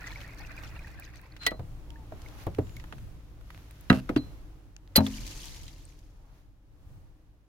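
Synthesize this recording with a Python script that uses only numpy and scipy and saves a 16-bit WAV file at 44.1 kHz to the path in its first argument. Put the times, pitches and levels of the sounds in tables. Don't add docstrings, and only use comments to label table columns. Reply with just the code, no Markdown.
import sys
import numpy as np
from scipy import signal
from scipy.fft import rfft, irfft, next_fast_len
from scipy.io import wavfile

SR = 44100
rng = np.random.default_rng(int(sys.argv[2]) if len(sys.argv) > 2 else 0)


def materialize(psi):
    bounded = np.clip(np.atleast_2d(psi).T, -1, 1)
    quanta = np.round(bounded * 32767).astype(np.int16)
    wavfile.write(sys.argv[1], SR, quanta)


N = 329849
TIME = np.arange(N) / SR

# f/Hz, left-right correlation
LIKENESS = [(20, 0.086), (70, 1), (280, 0.98), (600, 0.55), (1200, 0.25), (2200, -0.058), (4500, 0.023),
            (12000, -0.13)]


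def gain_of(db):
    return 10 ** (np.asarray(db) / 20)


def evened(x):
    return x / np.sqrt(np.mean(x ** 2) + 1e-20)


def sized(x):
    return evened(x) * np.sqrt(.02 * SR / x.shape[-1])


def read(points, hz):
    f, value = np.transpose(points)
    return np.interp(np.log(hz + 1), np.log(f + 1), value)


def add(mix, s, sound):
    part = mix[:, round(s * SR):][:, :sound.shape[1]]
    part += sound[:, :part.shape[1]]


def coloured(pair, colour):
    size = next_fast_len(pair.shape[1])
    hz = np.fft.rfftfreq(size, 1 / SR)
    a, b = rfft(pair, size)
    same = np.clip(read(LIKENESS, hz), -.99, .99)
    mid, side = a * np.sqrt(1 + same), b * np.sqrt(1 - same)
    spectrum = np.array([mid + side, mid - side]) * gain_of(read(colour, hz))
    return evened(irfft(spectrum, size)[:, :pair.shape[1]])


def dying(pair, t60):
    hz, t, bands = signal.stft(pair, SR, nperseg=128)
    fall = 1e-3 ** (t / read(t60, hz)[:, None])
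    return signal.istft(bands * fall, SR)[1][:, :pair.shape[1]]


def wander(hz):
    knots = rng.standard_normal(4096)
    return evened(np.interp(TIME * hz, np.arange(len(knots)), knots))


def swell(s, width_s):
    return np.exp(-.5 * ((TIME - s) / width_s) ** 2)


def clicks(per_s, spread_db):
    size = gain_of(spread_db * np.minimum(rng.exponential(1, (2, N)), 4))
    sign = rng.choice([-1, 1], (2, N))
    return size * sign * (rng.random((2, N)) < per_s / SR)


def bubbles(per_s, middle_hz, spread, cycles, rise, spread_db, start_s, count):
    out, t, s = np.zeros((2, N)), np.arange(SR // 40) / SR, start_s
    gaps, pitches = rng.exponential(1, count), rng.standard_normal(count)
    for gap, pitch, (size, side, damping, climb) in zip(gaps, pitches, rng.random((count, 4))):
        s += gap / per_s
        hz = middle_hz * np.exp(spread * np.clip(pitch, -2, 2))
        tone = np.sin(2 * np.pi * hz * t * (1 + 2 * climb * rise * t))
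        fall = np.exp(-t * hz * (.5 + 2 * damping) / cycles)
        ring = tone * fall * (1 - np.exp(-t * hz / 2))
        sides = [np.cos(side - .5), np.sin(2 * np.pi * side)]
        add(out, s, gain_of(spread_db * size ** 2) * np.outer(sides, ring))
    out = coloured(out, [(100, 0), (16000, 0)])
    return out / np.sqrt(np.mean(out[:, round(start_s * SR):][:, :SR] ** 2))


def pour():
    # f/Hz, level/dB
    splash_colour = [(300, -18.5), (450, 1), (680, 1.5), (1100, -4), (1550, 2), (2150, -6.5), (2480, 10.5),
                     (3100, -9.5), (4300, -5.5), (6300, -26), (8000, -21), (14000, -14), (16000, -31.5)]
    # peak t/s, width/s, level/dB
    gushes = [(.075, 0.0074, -42.5), (.125, 0.019, -51), (.165, 0.022, -53.5), (.213, 0.0085, -48.5),
              (.238, 0.0093, -54), (.39, 0.0069, -51), (.47, 0.0042, -52), (.588, 0.0085, -50.5),
              (.645, .012, -55), (.68, 0.013, -48.5), (.88, 0.051, -59.5), (1.045, 0.014, -52.5),
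              (1.165, 0.011, -51)]
    # f/Hz, level/dB
    gush_colour = [(600, -14), (1500, 6), (3800, 5), (6500, 0), (8500, -10), (14000, -2), (16000, -20)]
    level_db, sink_db_per_s, start_dip_db, dip_s = -50, 8.5, -0.5, 0.57
    end_s, release_s = 1.27, 0.088

    splash = coloured(clicks(per_s=2400, spread_db=3.5) + .3 * rng.standard_normal((2, N)), splash_colour)
    deep = bubbles(per_s=600, middle_hz=1100, spread=.35, cycles=3.5, rise=2, spread_db=10,
                   start_s=0, count=950)
    large = bubbles(per_s=1200, middle_hz=1900, spread=.18, cycles=7, rise=1.2, spread_db=15,
                    start_s=0, count=1900)
    small = bubbles(per_s=700, middle_hz=4400, spread=.16, cycles=8, rise=1.5, spread_db=18,
                    start_s=0, count=1100)
    droplets = bubbles(per_s=1500, middle_hz=4800, spread=.27, cycles=6, rise=2, spread_db=20,
                       start_s=0, count=1900)
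    foam = coloured(clicks(per_s=350, spread_db=6.0), [(2000, -15.5), (6000, -3), (9000, -9.5), (16000, -8)])

    flow_db = level_db - sink_db_per_s * TIME + start_dip_db * np.exp(-TIME / dip_s)
    closing = np.exp(-np.maximum(TIME - end_s, 0) / release_s)
    flow = gain_of(flow_db + 2 * wander(hz=56.07)) * closing
    churn = gain_of(-4.5) * splash + gain_of(-5.5) * deep + gain_of(-0.5) * large
    churn = churn + gain_of(-12.5) * small + gain_of(-11.5) * foam

    gush = sum(gain_of(db) * swell(s, width) for s, width, db in gushes)
    bright = coloured(clicks(per_s=1600, spread_db=7.0), gush_colour)
    thrown = gain_of(-8) * droplets + gain_of(-7.5) * bright
    return gush * thrown * gain_of([[1.5], [-1.5]]) + flow * churn


def background():
    # t/s, level/dB
    background_level = [(0, 2.5), (.7, 3), (1.25, -2.5), (1.6, 2.5), (2.7, 3), (3.35, -1), (3.8, -1.5),
                        (4.25, 4.5), (4.8, -5.5), (5.2, 5.5), (6.0, -4), (6.3, -6), (6.6, -11), (6.9, -4),
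                        (7.48, -12)]
    return gain_of(np.interp(TIME, *np.transpose(background_level)))


def engine():
    # t/s, firing rate f/Hz
    engine_speed = [(0, 50.77), (.4, 52.14), (.9, 60.37), (1.9, 55.14), (2.7, 57.53), (3.6, 53.86),
                    (4.7, 46.7), (5.1, 46.07), (5.65, 39.14), (6.15, 42.4), (6.85, 50.5), (7.48, 54.9)]
    # multiple, level/dB
    engine_orders = [(1, 3.5), (2, -4.5), (3, -16.5), (4, -27)]
    level_db, reference_hz, db_per_hz = -52, 50, -0.1
    hz = np.interp(TIME, *np.transpose(engine_speed))
    turns = np.cumsum(hz * (1 + 0.018 * wander(hz=18))) / SR
    drone = sum(gain_of(db + 1.1 * wander(hz=8.4)) * np.sin(2 * np.pi * k * turns) for k, db in engine_orders)
    loudness_db = level_db + db_per_hz * (hz - reference_hz) + 0.47 * wander(hz=5.8)
    return gain_of(loudness_db) * background() * drone


def air():
    # f/Hz, level/dB
    rumble_colour = [(12, -11), (25, 9), (60, -3.5), (110, -2.5), (170, -10.5), (260, -25.5), (600, -47)]
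    wash_colour = [(100, -4.5), (220, -4), (300, 9), (380, -2.5), (600, -4.5), (1200, -11), (2200, -19.5),
                   (5000, -26.5), (12000, -40.5)]
    whoosh_colour = [(150, -6), (300, -2), (520, -2.5), (820, 2.5), (1300, -3.5), (2000, -19), (4000, -26),
                     (12000, -50)]
    rustle_colour = [(300, -16.5), (600, 1.5), (1400, 9), (3000, 6), (6300, 0), (8000, -7), (12000, -0.5),
                     (16000, -7.5)]
    # peak t/s, level/dB
    gusts = [(.77, -50.5), (1.68, -51), (2.68, -47), (3.0, -47.5), (6.93, -54)]
    # peak t/s, width/s, level/dB
    whooshes = [(2.33, 0.16, -59), (6.28, 0.092, -69), (6.96, 0.1, -73.5)]
    # peak t/s, width/s, level/dB
    rustles = [(2.3, 0.11, -62.5), (2.415, 0.022, -56.5), (2.8, 0.25, -69.5), (3.56, 0.07, -66),
               (3.799, 0.15, -68), (4.1, 0.2, -69.5), (6.37, 0.045, -73)]
    rumble_db, wash_db, rustle_db, gust_width_s = -49.5, -60, -71, .08

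    steady = background()
    wind = gain_of(rumble_db) * steady + sum(gain_of(db) * swell(s, gust_width_s) for s, db in gusts)
    rumble = wind * coloured(rng.standard_normal((2, N)), rumble_colour)
    wash = gain_of(wash_db) * steady * coloured(rng.standard_normal((2, N)), wash_colour)
    passing = sum(gain_of(db) * swell(s, width) for s, width, db in whooshes)
    whoosh = passing * coloured(rng.standard_normal((2, N)), whoosh_colour)
    handling = gain_of(rustle_db) * steady + sum(gain_of(db) * swell(s, width) for s, width, db in rustles)
    grains = rng.standard_normal((2, N)) + 1.8 * clicks(per_s=900, spread_db=3.6)
    return rumble + wash + whoosh + handling * coloured(grains, rustle_colour)


def plinks(rise):
    # t/s, level/dB, starting pitch f/Hz
    large_bubbles = [(0.041, -27, 1830), (0.071, -28.5, 1930), (.118, -36.5, 4070), (0.126, -34, 1760),
                     (.245, -38, 1840), (.158, -28.5, 2180), (0.449, -36.5, 2610), (.494, -40, 1450),
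                     (.545, -40, 1540), (.578, -31, 2360), (0.792, -34.5, 2350), (.845, -36, 1800),
                     (1.023, -35, 2370), (1.322, -42.5, 4340), (1.958, -42, 1700), (2.261, -37, 2130),
                     (2.768, -36, 2130), (5.065, -21.5, 3470), (5.14, -35, 2900), (5.853, -36.5, 8400)]
    fall_cycles = 6.9
    out, t = np.zeros((2, N)), np.arange(SR // 20) / SR
    for s, db, hz in large_bubbles:
        ring = np.sin(2 * np.pi * hz * t * (1 + rise * t) + np.array([[.9], [0]]))
        add(out, s, gain_of(db) * ring * np.exp(-t * hz / fall_cycles) * (1 - np.exp(-t * hz / 2)))
    return out


def yard(x):
    # f/Hz, t60/s
    yard_t60 = [(100, 0.26), (500, 0.19), (2000, 0.15), (4000, .08), (8000, 0.06)]
    tail = dying(rng.standard_normal((2, SR // 2)), yard_t60) * (np.arange(SR // 2) > .012 * SR)
    return signal.fftconvolve(x, tail / np.linalg.norm(tail[0]), axes=1)[:, :N]


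def snaps(decay_s, trim_db):
    # t/s, level before the trim/dB
    bursts = [(0.393, -49), (0.9984, -40), (1.215, -53), (2.262, -60), (2.437, -52), (2.466, -48),
              (2.7676, -47), (3.711, -48), (3.81, -46.5)]
    out, t = np.zeros((2, N)), np.arange(SR // 100) / SR
    for s, db in bursts:
        tick = coloured(rng.standard_normal((2, len(t))), [(3000, -20.0), (7000, -7.0), (15000, 2.0)])
        add(out, s, gain_of(db + trim_db) * tick * np.exp(-t / decay_s))
    return out


def drips(trim_db):
    # t/s, level before the trim/dB, pitch f/Hz, decay to 1/e /s
    taps = [(0.6346, -37.5, 1480, 0.0065), (1.365, -41, 1860, 0.006), (1.9046, -36.5, 2510, 0.001),
            (2.218, -46, 4300, 0.0034), (2.286, -43, 3500, 0.0018), (2.548, -37, 2400, 0.0024),
            (2.669, -50, 1890, 0.0065), (2.695, -46, 2200, .002), (2.766, -42, 3300, 0.0033),
            (2.798, -42, 2080, 0.0065), (2.84, -39.5, 1070, 0.0039), (2.982, -44.5, 1473, 0.0049),
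            (3.411, -44, 1100, 0.0018), (3.504, -37, 1230, 0.0038), (3.547, -37, 1400, 0.001),
            (3.577, -34.5, 1420, 0.00065), (3.709, -41.5, 1490, .0015), (4.7652, -36, 2870, 0.001),
            (4.876, -45.5, 1980, 0.00081), (5.2673, -33.5, 4630, 0.0032), (5.277, -34, 4030, 0.0034),
            (5.374, -44, 6500, .003), (5.4558, -38.5, 6375, 0.0046), (5.633, -42, 5480, .003),
            (5.68, -41.5, 3320, 0.008), (5.99, -52, 4500, .003)]
    out, t = np.zeros((2, N)), np.arange(SR // 20) / SR
    for s, db, hz, decay_s in taps:
        colour = [(hz / 4, -18), (hz * 0.57, -6), (hz, 0), (hz * 2.0, -7), (hz * 5, -24)]
        tick = coloured(rng.standard_normal((2, len(t))), colour)
        add(out, s, gain_of(db + trim_db) * tick * np.exp(-t / decay_s))
    return out


def slide(scrape_db, ring_db):
    # t/s, level/dB
    slide_level = [(1.39, -73), (1.418, -52), (1.436, -43.5), (1.448, -47.5), (1.464, -45.5)]
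    # f/Hz, level/dB
    slide_colour = [(400, -21), (1400, 1.5), (2050, 1), (2600, -1.5), (4200, -4.5), (6000, -14),
                    (15000, -24.5)]
    ring_hz, width_hz = 4130, 22
    slips = coloured(clicks(per_s=5300, spread_db=4), slide_colour)
    ring = evened(signal.lfilter(*signal.iirpeak(ring_hz, ring_hz / width_hz, SR), slips))
    force = gain_of(np.interp(TIME, *np.transpose(slide_level), left=-np.inf, right=-np.inf))
    return force * (gain_of(scrape_db) * slips + gain_of(ring_db) * ring)


def blows(rows, modes, focus, bass_db, fall_db, rise_s, lag_rad=1.8):
    # f/Hz, t60/s
    crack_t60 = [(200, 0.18), (1000, 0.05), (3000, 0.049), (7000, 0.024), (15000, 0.052)]
    out, t = np.zeros((2, N)), np.arange(SR // 2) / SR
    hz, db, t60 = np.transpose(modes)[:, :, None]
    apart = np.arccos(np.clip(read(LIKENESS, hz), -1, 1)) / 2
    lag = lag_rad * np.arange(len(hz))[:, None]
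    waves = [np.sin(2 * np.pi * hz * t - lag + shift) for shift in (apart, -apart)]
    for s, ring_db, favoured_hz, length, crack_db, edge_hz, pan_db in rows:
        weight = gain_of(db) / (1 + (focus * np.log2(hz / favoured_hz)) ** 2)
        ring = (waves * (weight * 1e-3 ** (t / (t60 * length)))).sum(1)
        colour = [(60, bass_db), (edge_hz / 2, 0), (edge_hz, -2.5),
                  (edge_hz * 2, -fall_db), (edge_hz * 10, -2.3 * fall_db)]
        crack = dying(coloured(rng.standard_normal((2, len(t))), colour), crack_t60)
        blow = gain_of(ring_db) * sized(ring) + gain_of(crack_db) * sized(crack)
        add(out, s, blow * (1 - np.exp(-t / rise_s)) * gain_of([[pan_db / 2], [-pan_db / 2]]))
    return out


def nozzle_clacks():
    # t/s, ring level/dB, favoured f/Hz, ring length factor, crack level/dB, crack edge f/Hz, left-right/dB
    nozzle_blows = [(1.4642, -21, 2057, 0.82, -23, 5530, 1), (1.466, -23.5, 3422, 0.53, -47.5, 3800, -6),
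                    (1.474, -37.5, 4090, 1.07, -43.5, 5054, -3.5), (1.507, -52, 3206, 0.5, -50, 4000, -6.5),
                    (4.172, -44, 3950, 1.65, -49.5, 5970, -4), (4.955, -40.5, 2002, 0.36, -34, 3000, 3.5),
                    (4.958, -16, 4735, 0.38, -25, 8035, -0.5), (4.961, -27, 540, 1.0, -34.5, 4000, 6),
                    (4.963, -16, 11400, 0.47, -22, 15020, -4), (4.9635, -18.5, 4420, 0.24, -33, 6000, -5.5),
                    (4.9705, -18.5, 4044, 0.28, -31.5, 13000, -1.5),
                    (5.0645, -48, 3220, 0.28, -39, 3800, 3.5)]
    # f/Hz, level/dB, t60 before the length factor/s
    metal = [(543.3, -3.5, 0.057), (955, -4.5, 0.056), (1960, 1, 0.11), (2650, -1, 0.028), (3160, 2, .025),
             (4080, -7, 0.18), (4520, -5, 0.028), (4560, 0.5, 0.031), (5960, -9.5, 0.044),
             (7000, -13.5, .025), (11370, -2.5, 0.048)]
    return blows(nozzle_blows, metal, focus=3.3, bass_db=-16.0, fall_db=10.0, rise_s=0.0014)


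def box_knocks():
    # t/s, ring level/dB, favoured f/Hz, ring length factor, crack level/dB, crack edge f/Hz, left-right/dB
    box_blows = [(1.515, -39, 621, 0.52, -39, 1275, 1), (1.521, -45.5, 1125, 0.36, -53, 1200, 1.5),
                 (1.542, -51, 634, 0.53, -49, 890, -1), (1.594, -34.5, 105, 0.91, -40, 710, 0),
                 (2.121, -44, 640, 0.35, -43.5, 955, 0.5), (2.4675, -30.5, 105, 0.42, -30, 710, 1.5),
                 (2.585, -24, 460, 0.76, -30.5, 706, -2), (2.592, -27, 106, 0.5, -39.5, 714, 0),
                 (2.924, -45.5, 1500, 0.2, -45.5, 3170, -2), (3.8995, -27, 3853, 0.32, -28.5, 3460, 5.5),
                 (3.9012, -21.5, 1810, 0.35, -31, 3000, -8), (3.902, -13, 205, 0.95, -21.5, 1191, -0.5),
                 (3.914, -28.5, 1496, 0.57, -40.5, 3450, -0.5), (3.9135, -22, 298, 0.47, -38, 503, -1),
                 (3.927, -32, 700, 1.1, -30.5, 2200, -2), (3.972, -32, 165, 1.1, -51.5, 700, -2.5),
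                 (4.091, -37.5, 1510, 0.28, -35, 2260, 3), (4.096, -29.5, 302, 0.36, -30, 620, -1),
                 (4.1615, -40.5, 2630, 0.31, -36, 3530, 5), (4.1625, -18.5, 316.3, 0.65, -32.5, 1900, 0),
                 (4.166, -27.5, 137.5, 0.66, -54, 698, 0)]
    # f/Hz, level/dB, t60 before the length factor/s
    wood = [(91, 0, 0.4), (128.2, 2.5, 0.24), (197.7, 2.5, 0.13), (255.7, -2, 0.25), (293.3, 3.5, 0.16),
            (351, 2, 0.053), (408, -3.5, 0.096), (439, -1, 0.062), (524, -11, 0.1), (633, -6, .15),
            (700, -12.5, 0.08), (783, -9.5, 0.1), (921, -7.5, 0.088), (1156, -15, 0.14),
            (1270, -15.5, 0.1606), (1353, -15.5, 0.051), (1466, -19.5, 0.12), (1628, -15, 0.06),
            (1934, -14.5, 0.068), (2750, -13.5, 0.094), (3936, -19.5, 0.072), (4600, -29, .05)]
    return blows(box_blows, wood, focus=3.0, bass_db=1.5, fall_db=16.0, rise_s=0.00072)


def squeaks(waver, drift):
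    # t/s, length/s, start f/Hz, end f/Hz, level before a 0.5 dB cut/dB
    thin_tones = [(1.858, 0.235, 949, 852, -57), (2.56, 0.31, 7150, 6780, -68)]
    out = np.zeros((2, N))
    for s, length, start_hz, end_hz, db in thin_tones:
        size = round(length * SR)
        unsteady = (waver * wander(hz=312.0) + drift * wander(hz=45.5))[:size]
        hz = np.linspace(start_hz, end_hz, size) * (1 + unsteady)
        tone = np.sin(2 * np.pi * np.cumsum(hz) / SR) * signal.windows.tukey(size, .8)
        add(out, s, gain_of(db - 0.5) * np.outer([1, .7], tone))
    return out


def chatter(release_s):
    # f/Hz, level/dB
    chatter_colour = [(200, -4), (650, -1), (1000, -5), (1500, 1), (2300, -11.5), (2680, 3), (3200, -11),
                      (4200, -8.5), (7000, -19.5), (12000, -18.5), (16000, -26.5)]
    start_s, end_s, level_db, fade_db_per_s = 3.925, 4.0, -41.5, 83
    age = np.maximum(TIME - start_s, 0)
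    lifting = np.exp(-np.maximum(TIME - end_s, 0) / release_s)
    force = (age > 0) * gain_of(level_db - fade_db_per_s * age) * lifting
    return force * coloured(clicks(per_s=1200, spread_db=4.0), chatter_colour)


def spray():
    # f/Hz, level/dB
    spray_colour = [(410, -46), (700, -34.5), (875, 1.5), (1360, -8.5), (1750, -0.5), (3110, -4),
                    (4490, 0.5), (6650, 0.5), (7490, -6.5), (13100, -7), (16000, -19)]
    start_s, rise_s, hold_s = 4.934, 0.14, 0.53
    hiss_db, soak_db_per_s = -48, 41.5
    spatter_db, spatter_fade_db_per_s = -61.5, 38.5
    patter = coloured(clicks(per_s=1800, spread_db=3.8) + .2 * rng.standard_normal((2, N)), spray_colour)
    wet = bubbles(per_s=2200, middle_hz=4300, spread=.36, cycles=3, rise=1, spread_db=18,
                  start_s=5, count=2400)
    fizz = bubbles(per_s=700, middle_hz=4800, spread=.27, cycles=3.5, rise=1, spread_db=14,
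                   start_s=5, count=900)
    crackle = coloured(clicks(per_s=200, spread_db=4), spray_colour)
    age = TIME - start_s
    soaking = np.maximum(age - hold_s, 0)
    hiss = gain_of(hiss_db - soak_db_per_s * soaking + 1.4 * wander(hz=59.3)) * (.8 * patter + .55 * wet)
    spatter = gain_of(spatter_db - spatter_fade_db_per_s * soaking) * (fizz + .8 * crackle)
    return np.clip(age / rise_s, 0, 1) ** 2 * (hiss + spatter)


def trough_jolts():
    # t/s, ring level/dB, favoured f/Hz, ring length factor, crack level/dB, crack edge f/Hz, left-right/dB
    slugs = [(4.9775, -19, 200.4, 0.94, -25, 1400, 5.5), (4.982, -19, 95, 0.92, -44, 605.6, 2.5),
             (4.986, -28.5, 728, 1.5, -28.5, 1301, 4), (5.0045, -26, 229.5, 1.3, -29.5, 894.4, 1),
             (5.068, -41, 235.4, 0.9, -40, 500, 1.1)]
    # f/Hz, level/dB, t60 before the length factor/s
    trough = [(91, 2.5, 0.26), (135, 6.5, .15), (214.3, 0, .4), (263, 1, .32), (390, -9.5, .1),
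              (537, -6, .13), (620, -6.5, .14), (694, -8.5, 0.069), (803, -8.5, .09), (916, -7, .1),
              (1265, -18, .14)]
    return blows(slugs, trough, focus=2.2, bass_db=-3.5, fall_db=13.5, rise_s=0.0012)


def scene():
    wet = plinks(rise=3.9) + snaps(decay_s=0.00088, trim_db=7.0) + drips(trim_db=-4)
    hits = wet + nozzle_clacks() + box_knocks() + chatter(release_s=0.0071) + trough_jolts()
    handling = slide(scrape_db=0.0, ring_db=3.5) + squeaks(waver=0.011, drift=0.0114)
    return hits + gain_of(-28.5) * yard(hits) + pour() + spray() + handling + engine() + air()


def record(dry):
    # f/Hz, left-right level/dB
    ports = [(100, 0.5), (400, 0), (700, 1.5), (1400, -1), (2600, -3.5), (3400, -0.5), (4300, 0), (6800, 8),
             (9000, -1.5), (15000, 0)]
    edge_hz = 16100
    size = next_fast_len(N + SR // 10)
    tilt_db = read(ports, np.fft.rfftfreq(size, 1 / SR)) / 2
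    heard = irfft(rfft(dry, size) * gain_of([tilt_db, -tilt_db]), size)[:, :N]
    low_pass = signal.firwin(401, edge_hz, window=("kaiser", 9), fs=SR)
    return signal.oaconvolve(heard, low_pass[None], "same")


dry = scene()
out = record(dry)
materialize(out)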